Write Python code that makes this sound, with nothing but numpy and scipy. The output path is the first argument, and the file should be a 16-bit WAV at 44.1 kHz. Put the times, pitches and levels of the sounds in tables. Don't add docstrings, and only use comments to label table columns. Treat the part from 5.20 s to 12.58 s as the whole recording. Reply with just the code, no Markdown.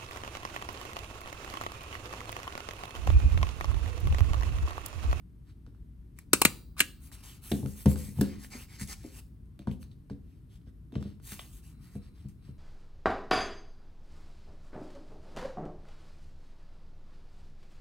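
import sys
import numpy as np
from scipy import signal
from scipy.fft import rfft, irfft, next_fast_len
from scipy.io import wavfile
from scipy.ndimage import uniform_filter1d

SR = 44100
rng = np.random.default_rng(int(sys.argv[2]) if len(sys.argv) > 2 else 0)


def persist_wave(psi):
    counts = np.round(np.clip(psi, -1, 1) * 32767).astype(np.int16)
    wavfile.write(sys.argv[1], SR, np.atleast_2d(counts).T)


N = 325458

# t/s, level/dB, tilt/(dB/oct), knock f/Hz, knock level/dB
TICKS = [(.465, -48, -7.5, 1410, 0.5), (0.548, -55.5, -19, 1400, 4), (1.917, -40, -4, 1820, -1),
         (2.038, -45, 6, 3134, 8), (2.316, -21, -5.5, 4250, -12), (2.46, -35.5, -6.5, 1450, -5),
         (2.658, -22.5, -3, 1960, -17), (2.758, -32.5, -4.5, 1570, -4), (3.01, -18, 0.5, 1590, -5.5),
         (3.236, -34, 0, 1920, -6), (3.246, -37, 9.5, 1830, 1), (3.304, -40, 2, 2350, -9),
         (3.597, -37, 11.5, 2000, 3), (3.612, -29.5, 8, 2090, -1), (3.630, -35, 6, 2160, -5),
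         (3.675, -38, 9, 6940, 0), (3.728, -35, -1, 6740, 10), (3.841, -43, -17, 2020, -13),
         (3.995, -43.5, 0, 3680, -5), (4.066, -64, -1, 9000, 0), (4.258, -61, -4, 9000, 0),
         (4.392, -40, -4, 3700, -3.5), (4.42, -49, -15, 1410, -7), (4.472, -31.5, -11, 1510, -5.5),
         (4.514, -39, 3, 3520, 5), (4.629, -40, -3, 4180, 3), (4.715, -54, -1.5, 4060, 10),
         (4.899, -38, -7.5, 1646, -0.5), (5.415, -59, -9.5, 3220, 4), (5.723, -42.5, -7, 3470, -4.5),
         (5.741, -41, -14, 3150, -14), (5.754, -32, -14, 3350, -5), (5.826, -35.5, -9, 1640, -17),
         (6, -48.5, -9.5, 1515, -2.5), (6.119, -25.5, -0.5, 1784, -5.5), (6.193, -28, -8.5, 3270, 6),
         (6.755, -48.5, -3, 4150, -9), (7.086, -45, 4.5, 8500, -6.5), (7.226, -57, -10, 4245, 0)]
# f/Hz, level/dB
SHELL = [(400, -20.5), (750, -21.5), (1150, -8), (1900, -11), (2600, -2.5), (3200, -12), (4200, -6),
         (5400, -11.5), (8000, -9.5), (9800, -8.5), (11600, -8), (13200, -15), (15500, -13.5),
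         (16800, -26.5)]
# f/Hz, level/dB, t60/s
STEEL = [(524, -17.5, 0.32), (1320, -12, .12), (1490.7, -4.5, 0.12), (2330, -5, 0.25), (2670, -7, .28),
         (4000, -12, .3), (8700, -5, .2), (9960, -14.5, .3), (10650, -17, 0.27)]


def gain_of(db):
    return 10 ** (np.asarray(db) / 20)


def unit_rms(x):
    return x / np.sqrt(np.mean(x ** 2) + 1e-20)


def peaked(x, db):
    return gain_of(db) * x / abs(x).max()


def read(points, hz):
    f, value = np.transpose(points)
    return np.interp(np.log(hz + 1), np.log(f + 1), value)


def add(mix, s, sound):
    part = mix[round(s * SR):][:len(sound)]
    part += sound[:len(part)]


def coloured(x, gain):
    size = next_fast_len(x.shape[-1])
    return irfft(rfft(x, size) * gain(np.fft.rfftfreq(size, 1 / SR)), size)[..., :x.shape[-1]]


def ring(modes, seconds):
    hz, db, t60 = np.transpose(modes)[:, :, None]
    t = np.arange(round(seconds * SR)) / SR
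    return gain_of(db - 60 * t / np.maximum(t60, .001)) * np.sin(2 * np.pi * hz * t)


def dying(x, t60s):
    hz, t, z = signal.stft(x, SR, nperseg=128)
    tail = signal.istft(z * gain_of(-60 * t / read(t60s, hz)[:, None]), SR, nperseg=128)[1]
    return tail / np.linalg.norm(tail)


def arch(t, s, rise, fall):
    since_top = t - s - rise
    return np.cos(np.pi / 2 * np.clip(since_top / np.where(since_top < 0, rise, fall), -1, 1))


def burst(ms, tilt_db, knock_hz, knock_db, spiky_db):
    age = np.arange(2048) / SR * 1000 / max(ms, .2)
    hits = rng.standard_normal(2048) * gain_of(spiky_db * rng.standard_normal(2048))
    hits = hits * age * np.exp(-2 * age)
    padded = np.pad(hits, (256, 0))
    tilt = lambda hz: gain_of(tilt_db * np.log2((hz + 300) / 3000)) * hz / (hz + 500)
    click = coloured(padded, tilt)[256:]
    knock = signal.fftconvolve(hits, ring([(knock_hz, 0, 9 / knock_hz)], .02)[0])[:2048]
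    return unit_rms(click) + gain_of(knock_db) * unit_rms(knock)


def air():
    # f/Hz, level/dB
    spectrum = [(12, -52), (20, -24.5), (37, -4), (60, -6), (165, -13.5), (200, -18), (281, -21.5),
                (465, -37), (506, -49.5), (551, -43), (839, -50.5), (913, -46.5), (7100, -63.5),
                (13200, -59), (16500, -75.5)]
    # f/Hz, correlation
    likeness = [(50, .96), (150, .9), (380, .7), (950, .2), (2400, .1), (6000, .5), (15000, .75)]
    hum_hz, hum_db, noise_db = 58.1, -55, -49
    left, other, drift = rng.standard_normal((3, N))
    same = lambda hz: read(likeness, hz)
    right = coloured(left, same) + coloured(other, lambda hz: np.sqrt(1 - same(hz) ** 2))
    noise = coloured(np.array([left, right]), lambda hz: gain_of(read(spectrum, hz)))
    waver = unit_rms(coloured(drift, lambda hz: 1 / (1 + (hz / 3.5) ** 2)))
    phase = 2 * np.pi * np.cumsum(hum_hz + 2.7 * waver) / SR
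    hum = gain_of(hum_db + 2.5 * waver[::-1]) * np.sqrt(2) * np.sin(phase)
    return (gain_of(noise_db) * unit_rms(noise) + hum) * gain_of([[.8], [-.8]])


def paper_motion(t):
    # t/s, rise/s, fall/s, rustle level/dB, hiss level/dB, rasp f/Hz, tilt/(dB/oct)
    strokes = [(0.241, 0.056, 0.049, -69.5, -79, 2640, 7), (0.951, 0.044, 0.058, -68, -70, 2200, -4),
               (1.79, 0.067, 0.058, -67, -57.5, 2450, 2.5), (1.912, .018, 0.053, -55, -54, 2200, 0),
               (1.959, 0.035, 0.053, -62, -64.5, 2580, -1), (2.019, 0.03, 0.17, -55.5, -54, 2980, -3),
               (2.21, 0.055, 0.086, -55.5, -48.5, 2630, 3.5), (2.269, 0.044, 0.19, -58, -49.5, 2430, 0),
               (2.44, 0.054, 0.13, -64.5, -54.5, 1900, 0), (2.53, 0.069, 0.082, -59, -49, 2970, 5),
               (2.66, 0.05, 0.055, -51.5, -43, 2200, 3), (2.754, 0.03, 0.2, -55, -49, 2220, -1),
               (2.93, 0.065, 0.047, -57.5, -53, 2040, 6), (3.02, 0.061, 0.17, -56, -66, 2170, -5),
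               (3.172, 0.064, 0.034, -57.5, -55, 1830, -8), (3.30, 0.035, 0.065, -48.5, -50.5, 2200, -10.5),
               (3.33, 0.082, 0.061, -53, -52.5, 2530, 1.5), (3.46, 0.091, 0.047, -56, -59, 2200, -7),
               (3.576, 0.044, 0.032, -49.5, -44.5, 2000, -14),
               (3.66, 0.065, 0.028, -46.5, -43.5, 1980, -9.5), (3.76, 0.098, 0.14, -62.5, -61.5, 2310, -4),
               (3.9, 0.094, 0.016, -56, -53.5, 2770, 1.5), (4.48, 0.04, 0.033, -66.5, -72, 3503, -11),
               (4.59, 0.038, 0.026, -68, -61.5, 3395, 1.5), (4.70, 0.0194, 0.033, -71, -81, 3950, -10),
               (4.98, .14, .15, -79, -84, 2513, 2), (5.28, 0.067, 0.049, -68, -73, 3290, -3),
               (5.45, 0.035, 0.038, -71, -92, 1606, -11), (5.789, 0.028, 0.18, -63, -73, 2650, 10),
               (6.012, 0.12, 0.036, -53, -45.5, 1900, 0.5), (6.139, 0.028, 0.19, -60, -55.5, 2720, -0.5),
               (6.268, 0.099, 0.057, -66.5, -59, 3270, 0), (6.409, 0.052, 0.1, -67, -63.5, 2743, -2.5),
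               (6.59, 0.067, 0.075, -66.5, -66, 1965, 0), (6.68, 0.071, 0.055, -68.5, -67, 1960, -5),
               (6.8, 0.044, 0.075, -67.5, -78, 1967, 0), (6.93, 0.045, 0.16, -70, -77.5, 1964, 4),
               (7.21, .065, 0.059, -68, -77, 1966, 5)]
    sharpness = 1.53
    settle_t60_s, settle_db, settle_hiss_db, hiss_octaves = .19, -23.5, -29, 1.57
    s, rise, fall, db, hiss_db, rasp_hz, tilt_db = np.transpose(strokes)[:, :, None]
    swell = abs(arch(t, s, rise, fall)) ** (2 * sharpness)
    tick_s, tick_db, tick_tilt_db, knock_hz, _ = np.transpose(TICKS)[:, :, None]
    settle = (t > tick_s) * gain_of(2 * (tick_db - 60 * abs(t - tick_s) / settle_t60_s))
    sheet_power = np.concatenate([swell * gain_of(2 * db), settle * gain_of(2 * settle_db)]) + 1e-30
    edge_power = swell * gain_of(2 * hiss_db) + 1e-30
    settle_hiss = settle * gain_of(2 * (settle_hiss_db + hiss_octaves * tick_tilt_db))
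    sheet_total = sheet_power.sum(0)
    edge_total = edge_power.sum(0) + settle_hiss.sum(0)
    mean_hz = (sheet_power * np.concatenate([rasp_hz, knock_hz])).sum(0) / sheet_total
    mean_tilt_db = (edge_power * tilt_db).sum(0) / edge_total
    return np.sqrt(sheet_total), np.sqrt(edge_total), mean_hz, mean_tilt_db


def paper_slide():
    # f/Hz, level/dB
    rustle_spectrum = [(240, -28), (400, 5.5), (456, -17), (874, -4), (2260, -8.5), (2820, -6.5),
                       (5410, -8.5), (5860, -15), (6500, -15), (9000, -18), (11700, -40), (19800, -120)]
    # f/Hz, level/dB
    hiss_spectrum = [(2650, -40), (4500, -12), (6090, -8), (6770, -3.5), (8690, -6.5), (9870, -4),
                     (11900, -5), (14700, -5.5), (16000, -9)]
    # pitch ratio, sheet boost at zero tilt/dB
    rasp_peaks = [(1, 5), (2.2, 1), (3.2, 0.5)]
    clumps = unit_rms(uniform_filter1d(rng.standard_normal(N), 130))
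    grains = rng.standard_normal((2, N)) * gain_of(.53 * clumps + 5.5 * rng.standard_normal(N))
    hz, frame_s, z = signal.stft(unit_rms(grains), SR, nperseg=256)
    hz = hz[:, None]
    sheet_gain, edge_gain, rasp_hz, tilt_db = paper_motion(frame_s)
    octaves = np.log2((hz + 1) / rasp_hz)
    rasp_db = sum(db * np.exp(-((octaves - np.log2(ratio)) / .2) ** 2) for ratio, db in rasp_peaks)
    rasp_db *= np.clip(1 - .16 * tilt_db, 0, 4)
    flicker = uniform_filter1d(rng.standard_normal(z[0].shape), 4, axis=0)
    flicker_db = 2 * unit_rms(uniform_filter1d(flicker, 14, axis=1))
    sheet_db = read(rustle_spectrum, hz) + rasp_db
    edge_db = read(hiss_spectrum, hz) + .7 * rasp_db + tilt_db * np.log2((hz + 1000) / 9000)
    shape = gain_of(np.array([sheet_db, edge_db]) + flicker_db)
    shape /= np.sqrt((shape ** 2).mean(1, keepdims=True))
    rustle, hiss = signal.istft(z * shape, SR, nperseg=256)[1][:, :N]
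    t = np.arange(N) / SR
    return np.interp(t, frame_s, sheet_gain) * rustle + np.interp(t, frame_s, edge_gain) * hiss


def paper_ticks():
    out = np.zeros(N)
    for s, db, *timbre in TICKS:
        length_ms = 7.4 + .17 * db
        add(out, s, peaked(burst(length_ms, *timbre, spiky_db=3.5), db))
    return out


def desk_knocks():
    # t/s, level/dB, deep-mode gain/dB, upper-mode gain/dB
    knocks = [(.47, -40, 2, 6), (1.134, -25, -16.5, -1.5), (1.216, -36, 4.5, 12), (1.254, -29, 4, -13),
              (1.602, -33, -9.5, 4.5), (2.314, -16.5, -7, 4.5), (2.327, -19.5, -13.5, -4.5),
              (2.39, -28.5, -7, -5.5), (2.428, -24, 7.5, 7.5), (2.451, -23.5, -4.5, -3.5),
              (2.657, -8, -4.5, 0.5), (2.67, -15.5, 15, 12), (2.759, -32.5, 2, 10), (2.879, -30.5, 1.5, -2),
              (2.964, -28, 8, -11), (2.985, -16, 1, -4), (3.009, -14, -17, 4), (3.346, -36, -17, 14),
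              (3.61, -27.5, -3, -9), (3.842, -33, 12, 32.5), (4.39, -36, -4, 4.5), (4.471, -18.5, -4, 0.5),
              (4.508, -27, -13, -14), (4.904, -28, -3.5, 1), (5.466, -41, -1.5, 1.5),
              (5.723, -36.5, -0.5, 14), (5.755, -20, 0.5, 2), (5.808, -30, -11, -4.5), (5.849, -29, -7, -3),
              (6.115, -37.5, -7, -0.5), (6.597, -40, 7.5, -14), (6.752, -29, -4, -1),
              (7.047, -30.5, -0.5, -6), (7.282, -33, 5.5, 2)]
    # f/Hz, level/dB, base t60/s
    modes = [(76, -1.5, 0.18), (128, 3, .22), (154.36, -10.5, 0.18), (201.8, 0, 0.14), (262.6, -10.5, 0.16),
             (304.5, -12.5, 0.21), (374.6, -12.5, 0.094), (431.8, -18.5, 0.14), (498, -19.5, 0.16),
             (586, -26.5, 0.14), (705, -18.5, 0.043), (886.3, -20, .05), (1080, -20.5, 0.035),
             (1530, -30, .04)]
    grip_ends_s = 1.8
    hz, mode_db, t60_s = np.transpose(modes)
    deep, upper = hz < 180, hz > 235
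    onset = 1 - np.exp(-np.arange(round(.6 * SR)) / SR * hz[:, None] / .76)
    signs = (-1.) ** np.arange(len(hz))
    out = np.zeros(N)
    for s, db, deep_db, upper_db in knocks:
        t60_scale = .29 if s < grip_ends_s else .99
        spot_hz = hz * (1 + .03 * upper * rng.standard_normal(len(hz)))
        spot_db = 3.5 * upper * rng.standard_normal(len(hz))
        ringing = onset * ring(np.transpose([spot_hz, mode_db, t60_s * t60_scale]), .6)
        weights = signs * gain_of(deep_db * deep + upper_db * upper + spot_db)
        contact_ms = .45 - .028 * db
        push = np.hanning(round(contact_ms * SR / 1000) + 2)
        add(out, s, peaked(signal.fftconvolve(push, weights @ ringing), db))
    return out


def stapler_contacts():
    # t/s, level/dB, tilt/(dB/oct), knock f/Hz, knock level/dB
    blows = [(0.9874, -34.5, 2, 2300, -10), (1.1335, 0, 1, 1580, -6), (1.2178, -5, 0, 1050, 2),
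             (1.2516, -4.5, -5, 1200, -4.5), (1.253, -3, 11.5, 2650, 0.5), (1.5664, -42.5, -3.5, 1173, 6),
             (1.5931, -21, -3, 8500, -5.5), (1.6044, -4, 1.5, 2670, 2.5), (1.6040, -10, -3, 1745, 6.5),
             (1.613, -17.5, -1.5, 8600, -9)]
    # delay/ms, gain/dB, length/ms, tilt/(dB/oct), knock f/Hz, knock level/dB
    touch = (-1.8, -4.5, 3, 2.5, 8201, -7)
    rebound = (4, -2.5, 0.36, 2.5, 2599.5, -6.5)
    hard_db, hard_ms, light_ms = -10, 1.3, 2.55
    contacts = []
    for s, db, *timbre in blows:
        contacts.append((s, db, hard_ms if db > hard_db else light_ms, *timbre))
        if db > hard_db:
            for delay_ms, gain_db, *rattle in (touch, rebound):
                contacts.append((s + delay_ms / 1000, db + gain_db, *rattle))
    return contacts


def stapler_clacks():
    # f/Hz, t60/s
    shell_decay = [(800, 0.071), (2500, 0.065), (8000, 0.081), (15000, 0.017)]
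    shell_db, steel_db = -6, -42
    steel = ring(STEEL, .5).sum(0)
    out = np.zeros((2, N))
    for s, db, *rattle in stapler_contacts():
        shared, left, right = rng.standard_normal((3, 6000))
        sides = shared + .41 * np.array([left, right])
        body = gain_of(shell_db) * dying(sides, shell_decay)
        body[:, 0] += 1
        hit = np.pad(burst(*rattle, spiky_db=1.5), (1024, 0))
        shaken = signal.fftconvolve(hit[None], body, axes=1)
        clack = coloured(shaken, lambda hz: gain_of(read(SHELL, hz)))[:, 1024:]
        add(out.T, s, peaked(clack, db).T)
        add(out.T, s, gain_of(db + steel_db) * steel[:, None] * rng.choice([-1, 1]))
    return out


def arm_thuds():
    # t/s, level/dB, start f/Hz, end f/Hz, t60/s
    thuds = [(1.134, -12.5, 391, 191, 0.013), (1.217, -15.5, 420, 198.4, 0.0087),
             (1.2535, -14, 298, 90, 0.022), (1.606, -33.5, 414, 259, 0.068)]
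    glide_s, attack_s = .0095, .0015
    t = np.arange(4000) / SR
    out = np.zeros(N)
    for s, db, start_hz, end_hz, t60_s in thuds:
        hz = end_hz + (start_hz - end_hz) * np.exp(-t / glide_s)
        envelope = gain_of(-60 * t / t60_s) * (1 - np.exp(-t / attack_s))
        add(out, s, peaked(-np.sin(2 * np.pi * np.cumsum(hz) / SR) * envelope, db))
    return out


def spring_scrape():
    # t/s, level/dB
    envelope = [(1.566, -73), (1.575, -53.5), (1.585, -39.5), (1.591, -42.5), (1.603, -39.5)]
    s, db = np.transpose(envelope)
    t = np.arange(s[0], s[-1], 1 / SR)
    bright = unit_rms(coloured(rng.standard_normal(len(t)), lambda hz: gain_of(read(SHELL, hz))))
    dull = unit_rms(coloured(bright, lambda hz: 1 / (1 + (hz / 3000) ** 2)))
    share = np.linspace(0, 1, len(t))
    out = np.zeros(N)
    add(out, s[0], gain_of(np.interp(t, s, db)) * (share * bright + (1 - share) * dull))
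    return out


def stapler_drag():
    # t/s, rise/s, fall/s, level/dB
    drags = [(1.7, 0.27, .5, -69), (6.249, 0.17, 0.21, -75), (6.5, 0.21, 0.23, -71), (6.8, 0.18, 0.19, -77),
             (7.15, .12, 0.16, -74)]
    drive_db = [-12, -3, -7, -3, -3, 0, -9, -12, -15]
    t60_s = .007
    t = np.arange(N) / SR
    steel = ring([(hz, db, t60_s) for (hz, *_), db in zip(STEEL, drive_db)], .1).sum(0)
    friction = rng.standard_normal(N) * gain_of(3 * rng.standard_normal(N))
    envelope = sum(gain_of(db) * arch(t, *timing) for *timing, db in drags)
    return envelope * unit_rms(signal.oaconvolve(friction, steel)[:N])


def ports(x, phase, balance):
    side = np.array([[.5], [-.5]])
    return coloured(x, lambda hz: gain_of(side * read(balance, hz)) * np.exp(1j * side * read(phase, hz)))


def room(x):
    # f/Hz, t60/s
    decay = [(150, 0.63), (500, 0.47), (1200, 0.33), (2600, 0.26), (4500, 0.46), (7000, 0.31),
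             (10000, 0.37), (13000, 0.27), (16000, 0.73)]
    correlation = .6
    taps = np.zeros((2, SR))
    at = np.arange(200, SR - 20, 20) + rng.integers(0, 20, (2, (SR - 201) // 20))
    np.put_along_axis(taps, at, rng.choice([-1., 1.], at.shape), 1)
    taps[1] = correlation * taps[0] + np.sqrt(1 - correlation ** 2) * taps[1]
    return signal.fftconvolve(x[None], dying(taps, decay), axes=1)[:, :N]


def scene():
    # f/Hz, left lead/rad; f/Hz, left minus right/dB
    stapler_ports = [(0, -1.5), (1500, 0.65), (2600, -2.1), (3800, -1.2), (4800, -2.5), (6000, 2),
                     (8000, 1), (12500, 0.5), (16000, 0.5)], [(60, 4.5), (110, -0.5), (200, 5), (380, 3.5),
                     (700, 3.5), (1290, 1.0), (2380, -1), (4400, 4), (8120, 1.5), (15000, -0.5)]
    paper_ports = [(0, 1.5), (1500, 1.45), (3500, -1.52), (5300, 2.5), (6900, -2), (9000, 0.75),
                   (16000, -1.8)], [(60, 1.5), (110, 1.0), (200, 2.2), (380, 1.5), (700, -2.1),
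                   (1290, 0.58), (2380, -2), (4400, 2.2), (8120, 1.3), (15000, -0.47)]
    stapler = stapler_clacks() + arm_thuds() + spring_scrape() + stapler_drag()
    paper = paper_slide() + paper_ticks()
    desk = desk_knocks()
    near = ports(stapler, *stapler_ports) + ports(paper, *paper_ports) + desk * gain_of([[.6], [-.6]])
    echo = room(gain_of(-14.5) * stapler.mean(0)) + room(gain_of(-6.5) * paper + gain_of(-4) * desk)
    return near + echo + air()


def record(dry):
    # f/Hz, gain/dB
    resonance = [(5500, -1.03), (7300, -1.5), (8800, 2), (10500, -1.28)]
    low_cut_hz, ceiling, high_cut_hz = 42, .93, 16300
    thin = signal.sosfilt(signal.butter(2, low_cut_hz, "high", fs=SR, output="sos"), dry)
    heard = coloured(thin, lambda hz: gain_of(read(resonance, hz)))
    clipped = heard / (1 + (abs(heard) / ceiling) ** 6) ** (1 / 6)
    lowpass = signal.firwin(255, high_cut_hz, window=("kaiser", 9), fs=SR)
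    return signal.oaconvolve(clipped, lowpass[None], "same")


dry = scene()
out = record(dry)
persist_wave(out)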